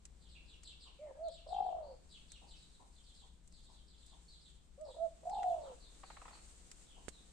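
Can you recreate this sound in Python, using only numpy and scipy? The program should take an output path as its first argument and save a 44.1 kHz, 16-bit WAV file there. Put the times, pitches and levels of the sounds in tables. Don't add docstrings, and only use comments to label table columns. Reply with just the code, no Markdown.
import sys
import numpy as np
from scipy import signal
from scipy.fft import rfft, irfft, next_fast_len
from scipy.io import wavfile
from scipy.ndimage import map_coordinates

SR = 44100
rng = np.random.default_rng(int(sys.argv[2]) if len(sys.argv) > 2 else 0)


def materialize(psi):
    bounded = np.clip(np.atleast_2d(psi).T, -1, 1)
    quanta = np.round(bounded * 32767).astype(np.int16)
    wavfile.write(sys.argv[1], SR, quanta)


N = 322812

# (frequency [Hz], level [dB])
HISS_SPECTRUM = [(1200, -7), (2300, -8.5), (3800, -5.5), (5600, -6), (7700, 3), (9000, -0.5), (9900, -25),
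                 (12500, -20.5), (15000, -47)]


def dove(mic_moved_s=4.5):
    # (start [s], length [s], time to top [s], top pitch [Hz], fall curve [power], level [dB], swell [dB],
    # roll at start, roll at end [0 or less = smooth, 1 or more = full], roll rate [Hz])
    coos = [(.988, .145, 0.042, 612, 2.07, -38.5, -3.5, -0.12, 0.55, 51.9),
            (1.147, .16, 0.12, 675, 1.57, -37, 8.5, 0.94, -0.5, 54),
            (1.458, 0.51, 0.12, 782, 1.38, -40, 0, 1.83, -0.03, 49.65),
            (4.776, .15, 0.049, 626, 1.5, -35.5, -1.5, -0.44, 0.6, 48.4),
            (4.94, .15, .1, 672.4, 2.05, -36.5, 3, 0.92, -0.74, 54.6),
            (5.226, 0.53, 0.13, 797, 1.17, -39.5, 6.5, 1.15, 0.14, 52.08)]
    # (left delay [s], left level [dB], right delay [s], right level [dB])
    first_walls = [(.00956, -9, .00204, -3), (.01324, -13, .00644, -8), (.02055, -10.5, .0095, -9.5),
                   (.05935, -13, .07142, -18)]
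    later_walls = [(.0057, -8, .00451, -1.5), (.00841, -8, .005635, -6), (.03975, -12, .00608, -7),
                   (.07249, -17, .07258, -16)]
    out = np.zeros((2, N))
    for start, length, top_s, top_hz, fall_curve, db, swell_db, first_roll, last_roll, roll_hz in coos:
        echoes = first_walls if start < mic_moved_s else later_walls
        note = coo(length, top_s, top_hz, fall_curve, swell_db, first_roll, last_roll, roll_hz, echoes)
        add(out, start, yard(amp(db) * note, direct_db=0, wet_db=-15))
    return out


def coo(length, top_s, top_hz, fall_curve, swell_db, first_roll, last_roll, roll_hz, echoes,
        first_hz=507.7, last_hz=465.3, roll_swing=0.058, rasp=0.024, chop_depth=0.83, onset_db=-6):
    # (frequency [Hz], gain [dB])
    throat = [(440, -25), (540, -12.5), (615, -10.5), (670, -0.3), (730, 4.5), (800, 3.5), (900, -5.5),
              (1050, 1.5), (1350, -23)]
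    t = clock(length)
    rising = np.clip(1 - t / top_s, 0, 1)
    falling = np.clip((t - top_s) / (length - top_s), 0, 1)
    pitch = top_hz + (first_hz - top_hz) * rising ** 2.1 + (last_hz - top_hz) * falling ** fall_curve
    roll = np.clip(np.interp(t, [0, length], [first_roll, last_roll]), 0, 1)
    flutter = running_phase(roll_hz * (1 + 0.015 * wobble(50, t)))
    bend = roll * (-roll_swing * np.sin(flutter) + rasp * wobble(260.6, t))
    phase = running_phase(pitch * (1 + bend))
    chop = (1 - chop_depth * roll * np.cos(flutter)) * amp(2 * roll * wobble(131.2, t))
    swell = amp(swell_db * (t / length - 0.5) + onset_db * rising)
    effort = swell * gate(t, length, attack=0.0069, release=0.026) * chop
    octave = amp(-38 - np.abs(pitch - 620) / 12) * np.sin(2 * phase)
    huskiness = roll * (1 - rising / 2) + falling ** 2 / 2
    husk_spectrum = [(200, -23.5), (480, 1.5), (920, 4), (1250, -17), (9000, -86)]
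    husk = amp(-17) * huskiness * noise(husk_spectrum, t, alike=0.26)
    fundamental = np.pad(effort * np.sin(phase), (0, SR // 10))
    voice = equalise(fundamental, throat)
    add(voice, 0, effort * octave)
    heard = walls(voice, echoes)
    add(heard, 0, effort * husk)
    return heard


def wings(first_hz=1750, last_hz=620, clap_db=-48, fade_after_s=0.21, fade_db_per_s=71):
    claps = [6.033, 6.101, 6.167, 6.215, 6.253, 6.279, 6.307, 6.33, 6.351, 6.371, 6.389]
    # (frequency [Hz], level [dB])
    swish_spectrum = [(200, -10), (450, -4.5), (800, 8.5), (1250, 4.5), (1700, 0), (2600, -0.5),
                      (6000, -20), (11000, -42)]
    out, t = np.zeros((2, N)), clock(0.03)
    for start in claps:
        fade_db = fade_db_per_s * max(start - claps[0] - fade_after_s, 0)
        db = clap_db - fade_db
        glide = last_hz + (first_hz - last_hz) * np.exp(-t / 0.00487)
        pitch = glide * (1 + 0.17 * wobble(860, t))
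        slap = np.sin(running_phase(pitch)) * np.exp(-((t - 0.005) / 0.0045) ** 2)
        add(out, start, amp(db - 1.5 - fade_db) * slap)
        swish = amp(db) * burst(swish_spectrum, rise=0.00086, t60=0.073, alike=0.2)
        add(out, start, yard(swish, direct_db=2, wet_db=-4))
    return out


def small_birds(scatter_db=2.07):
    # (start [s], chirps [count], spacing [s], end note [Hz], level [dB], step per chirp [dB])
    bouts = [(.19, 2, 0.092, 2867, -68, 0), (0.456, 3, 0.17, 2710, -63, -1),
             (1.299, 1, 0.079, 2730, -65, 0), (1.467, 2, .15, 2715, -64, -7), (2.09, 3, 0.19, 2564, -64, 1),
             (2.549, 2, 0.135, 3395, -69, -3.5), (2.92, 3, 0.11, 3166, -69, 2),
             (3.511, 3, 0.089, 3180, -71, 0.5), (3.865, 3, 0.094, 3177, -68.5, -0.5),
             (4.279, 2, 0.12, 3163, -70, 0.5), (4.836, 1, 0.11, 3320, -66, -2),
             (5.3, 3, 0.15, 2683, -65.5, -2)]
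    out = np.zeros((2, N))
    for start, count, spacing, last_hz, db, step_db in bouts:
        for k in range(round(count)):
            note = amp(db + k * step_db + scatter_db * rng.standard_normal()) * chirp(last_hz)
            add(out, start + k * spacing, yard(note, direct_db=-5.5, wet_db=-2.5))
    return out


def chirp(last_hz, first_hz=4930, slide_share=0.91, buzz_hz=450, buzz_swing=0.14, rasp=0.0493):
    t = clock(0.105 * (1 + 0.0996 * rng.uniform(-1, 1)))
    progress = t / t[-1]
    slide_left = np.clip(1 - progress / slide_share, 0, 1)
    detune = 1 + 0.016 * rng.standard_normal()
    pitch = (last_hz + (first_hz - last_hz) * slide_left) * detune
    buzz = buzz_swing * np.sin(2 * np.pi * buzz_hz * t) + rasp * wobble(700.4, t)
    bend = np.sqrt(np.maximum(slide_left, 1 / 4)) * buzz
    phase = running_phase(pitch * (1 + bend))
    tone = np.sin(phase) + amp(-11) * np.sin(2 * phase)
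    envelope = progress ** 0.53 * (1 - progress) ** 0.5 * amp(4 * wobble(220, t))
    colour = [(4700, 0.5), (5700, -3), (6700, -7.5), (7700, 9), (9200, -3), (9900, -21)]
    return unit(equalise(tone * envelope, colour))


def whistles(rasp=0.0607):
    # (start [s], length [s], first pitch [Hz], last pitch [Hz], level [dB])
    peeps = [(0.348, 0.035, 2790, 2620, -59.5), (0.96, 0.18, 2610, 1502, -75.5),
             (1.231, 0.077, 4450, 3510, -64), (1.82, 0.11, 4280, 4595, -72.5),
             (4.276, 0.072, 4630, 3994, -62.5), (5.796, 0.1, 4510, 3506, -64.5),
             (6.031, 0.096, 4450, 4040, -66), (6.313, 0.045, 4390, 4140, -64),
             (6.856, 0.12, 3650, 2750, -67), (7.11, 0.09, 4100, 3576, -66.5)]
    out = np.zeros((2, N))
    for start, length, first_hz, last_hz, db in peeps:
        t = clock(length)
        pitch = np.interp(t, [0, length], [first_hz, last_hz]) * (1 + rasp * wobble(600, t))
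        note = np.sin(running_phase(pitch)) * gate(t, length, attack=0.011, release=0.01)
        add(out, start, yard(amp(db) * unit(note), direct_db=-8, wet_db=-3))
    return out


def ticks(snap_db=5, rattle_db=2):
    # (time [s], level [dB], brightness [dB per octave])
    hits = [(0.052, -47, 4), (0.633, -53.5, 5), (1.283, -58, 6), (2.318, -47.5, 5), (3.475, -58.5, 8),
            (3.523, -61, 5.5), (4.063, -58.5, 15), (4.811, -61, 5), (5.296, -52, 3), (5.43, -46, -4.5),
            (6.496, -62, 11), (6.714, -46.5, 2.5)]
    # (frequency [Hz], level [dB])
    spectrum = [(200, -23), (900, -8), (2000, -2), (3200, -8), (5000, -9.5), (8000, 0), (10000, -19.5),
                (14000, -43)]
    out = np.zeros((2, N))
    for start, db, tilt in hits:
        colour = [(hz, level + tilt * np.log2(hz / spectrum[0][0])) for hz, level in spectrum]
        snap = burst(colour, rise=0.00029, t60=0.019, alike=0.22)
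        rattle = burst(colour, rise=0.0005, t60=0.05, alike=0.15)
        add(out, start + 0.00051, amp(db + snap_db) * snap)
        add(out, start, amp(db + rattle_db) * rattle)
    return out


def puffs(boost_db=20):
    # (time [s], level before the boost [dB], centre [Hz])
    hits = [(0.851, -77.5, 1010), (2.409, -75, 844), (2.79, -75, 930), (3.211, -80, 920),
            (3.68, -78.5, 920), (4.109, -77.5, 925), (5.645, -73, 1211), (6.957, -75.5, 870)]
    # (frequency [ratio to the centre], level [dB])
    band = [(.62, -4.5), (.9, 3), (1.1, 4.5), (1.359, -14), (2.301, -49)]
    out = np.zeros((2, N))
    for start, db, centre_hz in hits:
        colour = [(ratio * centre_hz, level) for ratio, level in band]
        add(out, start, amp(db + boost_db) * burst(colour, rise=0.01, t60=0.36, alike=0.15))
    return out


def bump(start=7.083, thud_hz=520, tap_hz=1550):
    out, t = np.zeros((2, N)), clock(0.1)
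    push = np.sin(2 * np.pi * thud_hz * t / (1 + t / 0.028))
    thud = push * (1 - np.exp(-t / 0.00076)) * amp(-27.5 - 60 * t / 0.0046)
    tap = np.sin(2 * np.pi * tap_hz * t) * amp(-31.5 - 60 * t / 0.0017)
    scrape = amp(-44) * burst(HISS_SPECTRUM, rise=0.0014, t60=0.041, alike=0.079)
    add(out, start, (thud + tap) * pan(-20))
    add(out, start, scrape * pan(-21.5))
    return out


def rustling_air(hiss_db=-77, body_share=0.068):
    # (start [s], length [s], level [dB])
    rustles = [(1.9, 1.4, -74.5), (3.45, .35, -77), (3.85, .73, -75), (4.76, 2.7, -75.5), (5.1, 2.3, -72),
               (5.828, 1.07, -66.5)]
    # (frequency [Hz], level [dB])
    air_spectrum = [(150, -7.5), (300, 1.5), (600, -5.5), (1000, -9.5), (2000, -15), (4000, -13.5),
                    (10000, -30.5), (15000, -46.5)]
    # (time [s], gain [dB])
    air_levels = [(1.9, 3), (3, -0.5), (4.6, 0.5), (5.2, 4.5)]
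    t = np.arange(N) / SR
    swells = [amp(db) * gate(t - start, length, attack=0.16, release=0.025)
              for start, length, db in rustles]
    strength = np.hypot(amp(hiss_db), np.linalg.norm(swells, axis=0))
    body = (strength / amp(hiss_db)) ** body_share
    air = amp(-75.5) * body * noise(air_spectrum, t, alike=0.14)
    drift = amp(np.interp(t, *np.transpose(air_levels)) + 0.7 * wobble(2, t))
    flicker = amp(wobble(4.8, t) + 1.2 * wobble(40, t))
    hiss = strength * flicker * noise(HISS_SPECTRUM, t, alike=0.039)
    return drift * air + hiss * pan(0.79)


def rumble(hum_hz=56.8):
    # (frequency [Hz], level [dB])
    spectrum = [(22, -7), (38, 1), (48, -7.5), (62, -3), (76, -13), (100, -22), (170, -15), (260, -27.5),
                (660, -64)]
    t = np.arange(N) / SR
    low_noise = amp(-63) * noise(spectrum, t, alike=0.8) * amp(0.9 * wobble(2.2, t))
    hum_phase = 2 * np.pi * hum_hz * t + 0.59 * wobble(5.9, t)
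    hum = amp(-65.5) * np.sin(hum_phase) * amp(1.4 * wobble(3.2, t))
    return (low_noise + hum) * pan(5)


def walls(x, echoes):
    out = np.array([x, x])
    for left_s, left_db, right_s, right_db in echoes:
        add(out[0], left_s, amp(left_db) * x)
        add(out[1], right_s, amp(right_db) * x)
    return out


def yard(x, direct_db, wet_db):
    # (frequency [Hz], time to fall 60 dB [s])
    decay_times = [(200, 0.23), (700, 0.53), (4000, 0.57), (10000, 0.26)]
    hz, t, bands = signal.stft(rng.standard_normal((2, SR // 2)), SR, nperseg=256)
    decay = amp(-60 * t / along(decay_times, hz)[:, None])
    response = signal.istft(bands * decay, SR, nperseg=256)[1]
    response *= amp(wet_db) / np.linalg.norm(response[0])
    response[:, 0] += amp(direct_db)
    return signal.fftconvolve(np.atleast_2d(x), response, axes=1)


def burst(spectrum, rise, t60, alike):
    t = clock(0.3)
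    x = noise(spectrum, t, alike) * (1 - np.exp(-t / rise)) ** 2 * amp(-60 * t / t60)
    return x / np.abs(x).max()


def noise(spectrum, t, alike):
    mid, side = equalise(rng.standard_normal((2, len(t))), spectrum)
    width = np.arccos(np.clip(alike, -1, 1)) / 2
    return unit(np.cos(width) * mid + np.sin(width) * np.array([side, -side]))


def equalise(x, curve):
    return filtered(x, lambda hz: amp(along(curve, hz)))


def filtered(x, response):
    n = x.shape[-1]
    padded = next_fast_len(n + 8192)
    return irfft(rfft(x, padded) * response(np.fft.rfftfreq(padded, 1 / SR)), padded)[..., :n]


def along(points, hz):
    freqs, values = np.transpose(points)
    return np.interp(np.log(hz + 1), np.log(freqs + 1), values)


def gate(t, length, attack, release):
    return np.clip(t / attack, 0, 1) * np.clip((length - t) / release, 0, 1)


def wobble(rate, t):
    return map_coordinates(rng.standard_normal(size=512), [t * rate], mode="mirror")


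def running_phase(hz):
    return 2 * np.pi * np.cumsum(hz) / SR


def amp(db):
    return 10 ** (np.asarray(db) / 20)


def unit(x):
    return x / np.sqrt(np.mean(x ** 2) + 1e-20)


def clock(seconds):
    return np.arange(int(seconds * SR)) / SR


def pan(db):
    return amp(np.array([[0.5], [-0.5]]) * db)


def add(track, start, sound):
    part = track[..., max(round(start * SR), 0):][..., :sound.shape[-1]]
    part += sound[..., :part.shape[-1]]


def scene():
    birds = dove() + small_birds() + whistles() + wings()
    close_by = ticks() + puffs() + bump()
    return birds + close_by + rumble() + rustling_air()


def record(dry, top_hz=15000):
    return filtered(dry, lambda hz: hz < top_hz)


dry = scene()
out = record(dry)
materialize(out)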